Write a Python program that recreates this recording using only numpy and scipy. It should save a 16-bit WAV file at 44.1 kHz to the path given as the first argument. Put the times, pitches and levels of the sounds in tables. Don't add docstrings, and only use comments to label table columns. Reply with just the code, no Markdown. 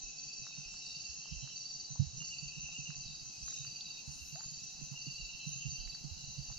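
import sys
import numpy as np
from scipy import signal
from scipy.io import wavfile
from scipy.ndimage import uniform_filter1d

SR = 44100
rng = np.random.default_rng(int(sys.argv[2]) if len(sys.argv) > 2 else 0)


def unload_audio(sound):
    columns = np.transpose(np.atleast_2d(sound))
    steps = np.round(np.clip(columns, -1, 1) * 32767)
    wavfile.write(sys.argv[1], SR, steps.astype(np.int16))


N = 290178

# frequency in Hz, relative dB.
FAR_SPECTRUM = [(1380, -68), (2470, -17.5), (2620, -7.5), (2830, -5), (3010, -10.5), (3300, -17),
                (3730, -14.5), (3900, -3), (4230, -3.5), (4540, 1.5), (5200, -9), (5400, -5.5), (5890, 4),
                (6750, 0.5), (7350, -16), (7810, -13.5), (10200, -108)]
AIR_SPECTRUM = [(120, -5.5), (200, -3.5), (387, -13), (538, -14.5), (788, -6.5), (1020, -15), (1430, -19.5),
                (2350, -24.5), (3060, -47.5), (5170, -120)]
TREBLE_SPECTRUM = [(7800, -17), (9300, -1.5), (10500, 12.5), (12600, 8), (15200, -17)]
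FAR_DB, AIR_DB, TREBLE_DB = -53, -63, -86.5
PATCHY_DB = 1.8
# frequency in Hz, left-right likeness (-1 to 1).
LIKENESS = [(200, -0.33), (600, -0.79), (1100, -0.77), (2300, -0.031), (3900, 0.96), (4600, 0.97),
            (6300, -0.17), (9000, -0.036)]

STRANDS_DB, STRAND_BLUR_HZ = -57.5, 16.3
DRONE_HZ, DRONE_WIDTH_HZ, DRONE_SPACING_HZ, DRONE_DB = 4942, 300, 71.2, -70
# start in seconds, level in dB before flutter, length in seconds, pitch in Hz, width in Hz.
HISSES = [(0.811, -70, 0.23, 8200, 2500), (2.09, -68, 0.58, 7640, 690), (3.2, -63, 0.62, 7430, 898),
          (4.019, -64, 0.26, 8800, 2498), (4.103, -66, 0.35, 11700, 2440), (5.414, -70.5, 0.15, 9330, 2940)]
# time in seconds, level in dB, middle pitch in Hz.
FROG_PATH = [(0, -64.5, 2650), (.8, -57, 2743), (1.5, -58.5, 2737), (1.9, -71.5, 2780), (2.6, -53.5, 2694),
             (3, -60, 2731), (3.25, -66, 2680), (4.5, -64.5, 2695), (5.5, -52.5, 2755), (6.05, -65, 2717),
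             (6.2, -60.5, 2790)]
# (time in seconds, level in dB).
TICKERS = [((4462, 8.73, .1, .3, 22, -.4), [(0, -56), (1.6, -56), (2.2, -59), (6.6, -57.5)]),
           ((4648, 8.74, .18, .3, 22, -.4), [(0, -56), (3.3, -59), (4, -53), (4.8, -53), (5.2, -57),
           (6.6, -57)]), ((5590, 9.65, .4, .95, 90, 1.05), [(0, -51), (1.75, -51), (1.9, -64), (6.6, -66)]),
           ((11700, 9.4, .52, 1.1, 1100, 1.5), [(0, -92), (2.95, -92), (3.2, -78), (6.6, -76)])]

# start in seconds, level in dB, pitch in Hz.
TICKS = [(0.467, -48, 1290), (0.742, -55.5, 1270), (1.257, -53, 900), (1.475, -53.5, 1370),
         (1.958, -50, 880), (2.221, -54.5, 1290), (2.69, -54.5, 800), (2.904, -50.5, 1500),
         (3.481, -46.5, 1340), (3.65, -52.5, 1365), (4.358, -51, 1454), (4.407, -48.5, 1355),
         (4.941, -55, 901), (5.876, -50, 2120), (5.95, -52, 1640), (6.501, -51, 844)]
# start in seconds, level in dB, pitch in Hz.
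SNAPS = [(.741, -52, 3200), (3.808, -28.5, 4400), (5.927, -49, 3600)]
FAINT_TICKS_DB = (-70, -61)
TICK_DAMPING, THUD_DAMPING = 1.7, 0.77
BLIP_AT_S, BLIP_DB, BLIP_START_HZ, BLIP_END_HZ, BLIP_S = 4.353, -53, 640, 930, .062

# time in seconds, level in dB before the lumps.
GRIP_PATH = [(0, -65.5), (1.7, -66), (2.3, -60.5), (5.3, -62), (5.9, -56.5), (6.58, -55)]
# start in seconds, level in dB.
BUMPS = [(.413, -47), (.574, -44), (1.307, -38), (1.42, -38), (1.9, -38.5), (1.993, -21.5), (2.127, -42),
         (2.204, -45), (2.419, -41), (2.565, -44), (2.625, -45), (2.883, -38), (2.956, -44.5),
         (3.08, -46.5), (3.255, -51), (3.411, -48), (3.593, -45), (3.665, -46), (4.07, -40.5), (4.322, -42),
         (4.51, -46.5), (4.61, -50), (4.91, -37.5), (5.46, -35), (5.55, -42), (5.647, -34), (5.715, -41),
         (6.284, -44.5), (6.375, -35)]
# start in seconds, level in dB.
KNOCKS = [(2.783, -40.5), (4.812, -40.5), (5.066, -38), (6.041, -38.5)]
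# start in seconds, level in dB, pitch in Hz.
THUDS = [(0.028, -49, 38), (0.649, -52, 35.5), (1.086, -46, 67.6), (1.313, -39.5, 63.5), (1.357, -42, 49),
         (1.99, -21, 104), (2.058, -37, 76), (2.629, -48.5, 60), (3.419, -44, 62), (4.071, -42.5, 69.1),
         (4.209, -44, 70), (5.212, -42, 46.9), (5.673, -37.5, 79), (5.779, -41, 41.2), (5.849, -43, 39.3),
         (6.107, -35.5, 82), (6.278, -44.5, 69), (6.388, -42.5, 59), (6.477, -41.5, 48.7)]
CASE_HZ, CASE_WIDTH_HZ = 143, 28.7
UPPER_RATIO, UPPER_DB = 1.3, -13
BUMP_EDGE_DB, KNOCK_EDGE_DB = -19, -2.5

# start in seconds, level in dB before spread, length in seconds.
RASP_BOUTS = [(.009, -47, .62), (1.161, -47.5, .26), (1.546, -46, .44), (2.428, -47, .62),
              (3.245, -48.5, .62), (4.099, -50.5, .26), (4.637, -48.5, .44), (5.467, -45.5, .09),
              (5.683, -42.5, .09), (6.269, -47.5, .26)]
# start in seconds, level in dB before spread, length in seconds, base pitch in Hz.
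PEEP_BOUTS = [(.06, -54.5, .6, 2608), (.64, -59.5, .9, 2773), (1.05, -62, .5, 2720), (2.2, -46.5, .7, 2787),
              (2.33, -53, .6, 2622), (3.3, -57.5, .7, 2570), (3.535, -53, .8, 2750),
              (4.955, -48.5, .85, 2775)]
# start in seconds, level in dB before spread, length in seconds.
HUM_BOUTS = [(1.218, -59, .28), (5.395, -61, .5)]
# start in seconds, level in dB.
WHISTLES = [(.748, -49.5), (2.169, -45.5), (3.418, -44), (4.56, -50), (6.105, -52)]
# start in seconds, level in dB, base pitch in Hz.
SIZZLES = [(.693, -56, 7000), (1.0, -46.5, 6555), (2.161, -46.5, 6650), (2.724, -53.5, 6910),
           (3.123, -53, 6470), (3.441, -42.5, 6570), (4.35, -45, 6710), (5.517, -43.5, 6624)]
# start in seconds, level in dB, base pitch in Hz.
CROAKS = [(.422, -56, 3900), (.807, -53.5, 3900), (1.401, -54.5, 4050), (1.834, -61, 3990),
          (3.029, -52.5, 3950), (3.47, -51, 3920), (3.834, -51.5, 3917), (5.177, -54.5, 3980),
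          (5.398, -50.5, 4075), (5.79, -52, 4094), (6.172, -52, 4080)]
# length in seconds, beat in Hz, beat depth (0 to 1), pitch drop in Hz,
# blur in Hz, clear part against the blur, left lead in radians, forest tail in dB,
# and a base pitch in Hz where the calls carry none.
RASP_VOICE = (.125, 48, 1, 0, 35, 1.4, 2.6, -3, 6156)
WHISTLE_VOICE = (.125, 30, .35, 15, 32, 1.4, 1.4, -4, 5790)
SIZZLE_VOICE = (.24, 88, .3, 20, 80, .7, 3.0, -4)
CROAK_VOICE = (.2, 95, .45, 190, 80, 1.3, .3, -1)
PEEP_VOICE = (.085, 70, .3, 120, 35, 1.4, .9, -2)
HUM_VOICE = (.16, 95, 1, -35, 35, .9, .15, -4, 3062)
WHISTLE_SHORT_S, WHISTLE_LONG_AT_S = .05, .066
RASP_EVERY_S, PEEP_EVERY_S, HUM_EVERY_S = .174, .1085, .188
BOUT_SPREAD_DB = -1
CALL_RISE_S, CALL_FALL_S, CALL_FADE_DB = .006, .03, -8

# start in seconds, mean level in dB, length in seconds.
CHIRPS = [(0.18, -44, .26), (0.855, -44, .26), (1.555, -41, .31), (2.237, -44, .26), (2.953, -46, .26),
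          (3.66, -42.5, .26), (4.34, -45, .26), (5.008, -42.5, .26), (5.701, -42.5, .26), (6.375, -46, .21)]
STROKE_S = .0478
EDGE_HZ = 15300


def amp(db):
    return 10 ** (np.asarray(db) / 20)


def evened(x):
    return x / np.sqrt(np.mean(abs(x) ** 2) + 1e-20)


def tone(turns):
    return np.exp(2j * np.pi * turns)


def curve(rows):
    s, *columns = np.transpose(rows)
    return [np.interp(np.arange(N) / SR, s, c) for c in columns]


def add(mix, s, sound):
    part = mix[:, round(s * SR):][:, :sound.shape[1]]
    part += sound[:, :part.shape[1]]


def wobble(n, width_hz):
    r = np.exp(-np.pi * width_hz * 1.55 / SR)
    z = rng.standard_normal(n + 4000) + 1j * rng.standard_normal(n + 4000)
    once = signal.lfilter([1], [1, -r], z)
    return evened(signal.lfilter([1], [1, -r], once)[4000:])


def pair(z, pan_db, lead):
    left = (z * np.exp(1j * lead)).real * amp(pan_db / 2)
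    return np.array([left, z.real * amp(-pan_db / 2)])


def forest(x, t60=.35):
    t = np.arange(SR // 2) / SR
    tail = rng.standard_normal((2, len(t))) * amp(-60 * t / t60) * (t > .006)
    return signal.fftconvolve(x, tail / np.linalg.norm(tail[0]), axes=1)[:, :N]


def wash(spectrum, db, patchy_db):
    frames, hz = N // 256 + 5, np.fft.rfftfreq(1024, 1 / SR)
    a, b, c, d, patches = rng.standard_normal((frames, 513, 5)).T
    patches = uniform_filter1d(patches, size=4, axis=0)
    patches = evened(uniform_filter1d(patches, size=16, axis=1))
    log_hz = np.log(hz + 1)
    f, level = np.transpose(spectrum)
    level = np.interp(log_hz, np.log(f), level, -99, -99)[:, None]
    f, same = np.transpose(LIKENESS)
    same = np.clip(np.interp(log_hz, np.log(f), same), -1, 1)[:, None]
    left = a + 1j * b
    right = same * left + np.sqrt(1 - same ** 2) * (c + 1j * d)
    z = np.array([left, right]) * amp(level + patchy_db * patches)
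    return amp(db) * evened(signal.istft(z, nperseg=1024, noverlap=768)[1][:, :N])


def strands():
    t, out = np.arange(N) / SR, np.zeros((2, N))
    insects = rng.uniform((3750, 8, .3, 0, -1), (3850, 50, 1.5, 1, 2.5), (32, 5))
    for k, (hz, rate, bouts_per_s, turn, lead) in enumerate(insects):
        trill = np.maximum(np.cos(2 * np.pi * rate * t) + 0.53, 0)
        bout = np.maximum(np.cos(2 * np.pi * (bouts_per_s * t + turn)) + 1.3, 0)
        carrier = wobble(N, STRAND_BLUR_HZ) * tone((hz + 100 * k) * t)
        out += pair(trill * bout * carrier, -0.2, lead)
    out = amp(STRANDS_DB) * evened(out)
    return out + forest(out)


def drone():
    t = np.arange(N) / SR
    comb = 0
    for k in range(-3, 4):
        weight = 1 / (1 + (2 * k * DRONE_SPACING_HZ / DRONE_WIDTH_HZ) ** 2)
        comb = comb + weight * wobble(N, 14) * tone((DRONE_HZ + k * DRONE_SPACING_HZ) * t)
    out = pair(amp(DRONE_DB) * comb, -0.33, 1.0)
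    return out + forest(out)


def hisses():
    out = np.zeros((2, N))
    for s, db, length, hz, width in HISSES:
        n = round(length * SR)
        band = np.array([wobble(n, width) for port in "LR"]) * tone(hz * np.arange(n) / SR)
        flutter = amp(3.3 * wobble(n, 10).real)
        add(out, s, amp(db) * np.hanning(n) ** 0.88 * flutter * band.real)
    return out


def frogs():
    db, hz = curve(FROG_PATH)
    t, out = np.arange(N) / SR, np.zeros((2, N))
    for rate, start, offset_hz, lead in rng.uniform((8, 0, -105, -2), (11, 1, 90, 2), (10, 4)):
        place = (rate * t + start) % 1
        note = np.sin(np.pi * place) ** .8 * (.8 + wobble(N, 32))
        pitch = hz + offset_hz - 110 * (place - .5)
        out += pair(note * tone(np.cumsum(pitch) / SR), -0.96, lead)
    out = amp(db) * evened(out)
    return out + amp(-12.0) * forest(out)


def ticker(voice, level):
    hz, rate, turn, share, blur_hz, lead = voice
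    t = np.arange(N) / SR
    place = (rate * t + turn + .5) % 1 - .5
    gate = np.cos(np.pi * np.clip(place / share, -.5, .5))
    out = pair(amp(curve(level)[0]) * gate * wobble(N, blur_hz) * tone(hz * t), -2.2, lead)
    return out + amp(-3) * forest(out)


def small_things():
    out, t = np.zeros((2, N)), np.arange(800) / SR
    faint = rng.uniform((0, FAINT_TICKS_DB[0], 700), (N / SR, FAINT_TICKS_DB[1], 2000), (30, 3))
    crumbs = []
    for s, db, hz in TICKS:
        for late, less_db, ratio in rng.uniform((.006, -16, .6), (.045, -8, 1.5), (3, 3)):
            crumbs.append((s + late, db + less_db, hz * ratio))
    for s, db, hz in [*TICKS, *crumbs, *faint]:
        decay = TICK_DAMPING * t * hz
        add(out, s, pair(amp(db) * decay * np.exp(1 - decay) * tone(hz * t), -11, 0.09))
    for s, db, hz in SNAPS:
        burst = np.exp(-((t - .001) / .00035) ** 2)
        add(out, s, pair(amp(db) * burst * tone(hz * t), -1, .1))
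    t = np.arange(round(BLIP_S * SR)) / SR
    turns = np.cumsum(BLIP_START_HZ + (BLIP_END_HZ - BLIP_START_HZ) * t / BLIP_S) / SR
    shape = amp(BLIP_DB - 10 * t / BLIP_S) * signal.windows.tukey(len(t), .12)
    add(out, BLIP_AT_S, pair(shape * tone(turns), -.5, .1))
    return out + amp(-9) * forest(out, t60=.1)


def grip():
    t = np.arange(N) / SR
    ring = 0
    for ratio, db in ((1, 0), (UPPER_RATIO, UPPER_DB)):
        ring = ring + amp(db) * wobble(N, CASE_WIDTH_HZ) * tone(CASE_HZ * ratio * t)
    rumble = np.array([wobble(N, 35) for port in "LR"]) * tone(40 * t)
    rumble = np.array([0.37 * rumble[0], rumble[1]]).real
    lumps = amp(curve(GRIP_PATH)[0] + 7.1 * wobble(N, 26.0).real)
    return lumps * (pair(amp(-5) * ring, -14.0, -1.1) + rumble)


def handling():
    out = grip()
    t = np.arange(9000) / SR
    rise = 1 - np.exp(-(t / 0.011) ** 2)
    edge = (1 - np.exp(-(t / 0.0028) ** 2)) * np.exp(-250 * t) * tone(245 * t)
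    for hits, edge_db in ((BUMPS, BUMP_EDGE_DB), (KNOCKS, KNOCK_EDGE_DB)):
        for s, db in hits:
            turns = CASE_HZ * rng.uniform(0.9, 1.06) * t
            upper = amp(UPPER_DB) * tone((UPPER_RATIO - 1) * turns + rng.random())
            body = rise * np.exp(-55 * t) * tone(turns) * (1 + upper)
            hit = amp(db) * (body + amp(edge_db) * edge)
            add(out, s, pair(hit, -19.0, -1.98 + rng.standard_normal()))
    for s, db, hz in THUDS:
        thud = amp(db) * rise * np.exp(-THUD_DAMPING * hz * t) * tone(hz * t)
        add(out, s, pair(thud, -18, -0.47 + rng.standard_normal()))
    return out


def bouts(rows, every_s):
    calls = []
    for s, db, length, *hz in rows:
        for late in np.arange(0, length, every_s):
            calls.append((s + late, db + BOUT_SPREAD_DB * rng.standard_normal(), *hz))
    return calls


def singer(calls, voice):
    length, beat_hz, depth, drop_hz, blur_hz, clear, lead, wet_db, *usual_hz = voice
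    out, t = np.zeros((2, N)), np.arange(round(length * SR)) / SR
    shape = np.clip(np.minimum(t / CALL_RISE_S, (length - t) / CALL_FALL_S), 0, 1)
    for s, db, *hz in calls:
        pitch = (hz + usual_hz)[0] + drop_hz * (np.exp(-t / 0.035) - .45)
        buzz = evened(1 - depth + depth * np.cos(2 * np.pi * (beat_hz * t + rng.random())))
        z = buzz * evened(clear + wobble(len(t), blur_hz)) * tone(np.cumsum(pitch) / SR)
        add(out, s, pair(amp(db + CALL_FADE_DB * t / length) * shape * z, -2, lead))
    return out + amp(wet_db) * forest(out)


def cricket():
    out = np.zeros((2, N))
    t = np.arange(round(0.024 * SR)) / SR
    for s, db, length in CHIRPS:
        for start in np.arange(0, length, STROKE_S):
            size_db, hz, pan_db = rng.standard_normal(3) * (1.5, 7, 1.0) + (db, 4635, -1.2)
            stroke = amp(size_db) * signal.windows.tukey(len(t), .6) * tone(hz * t - 1300 * t ** 2)
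            add(out, s + start, pair(stroke, pan_db, 0.082))
    return out + amp(-7) * forest(out)


def scene():
    far = wash(FAR_SPECTRUM, FAR_DB, PATCHY_DB) + wash(AIR_SPECTRUM, AIR_DB, PATCHY_DB)
    far += wash(TREBLE_SPECTRUM, TREBLE_DB, patchy_db=-4.0)
    far += strands() + drone() + hisses() + frogs()
    long_notes = [(s + WHISTLE_LONG_AT_S, db) for s, db in WHISTLES]
    calls = ((bouts(RASP_BOUTS, RASP_EVERY_S), RASP_VOICE),
             (bouts(PEEP_BOUTS, PEEP_EVERY_S), PEEP_VOICE),
             (bouts(HUM_BOUTS, HUM_EVERY_S), HUM_VOICE),
             (WHISTLES, (WHISTLE_SHORT_S, *WHISTLE_VOICE[1:])),
             (long_notes, WHISTLE_VOICE),
             (SIZZLES, SIZZLE_VOICE),
             (CROAKS, CROAK_VOICE))
    near = sum(ticker(*row) for row in TICKERS) + sum(singer(*c) for c in calls) + cricket()
    return far + small_things() + handling() + near


def record(dry):
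    lowpass = signal.firwin(511, EDGE_HZ, window=("kaiser", 9), fs=SR)
    return signal.oaconvolve(dry, lowpass[None], "same")


dry = scene()
out = record(dry)
unload_audio(out)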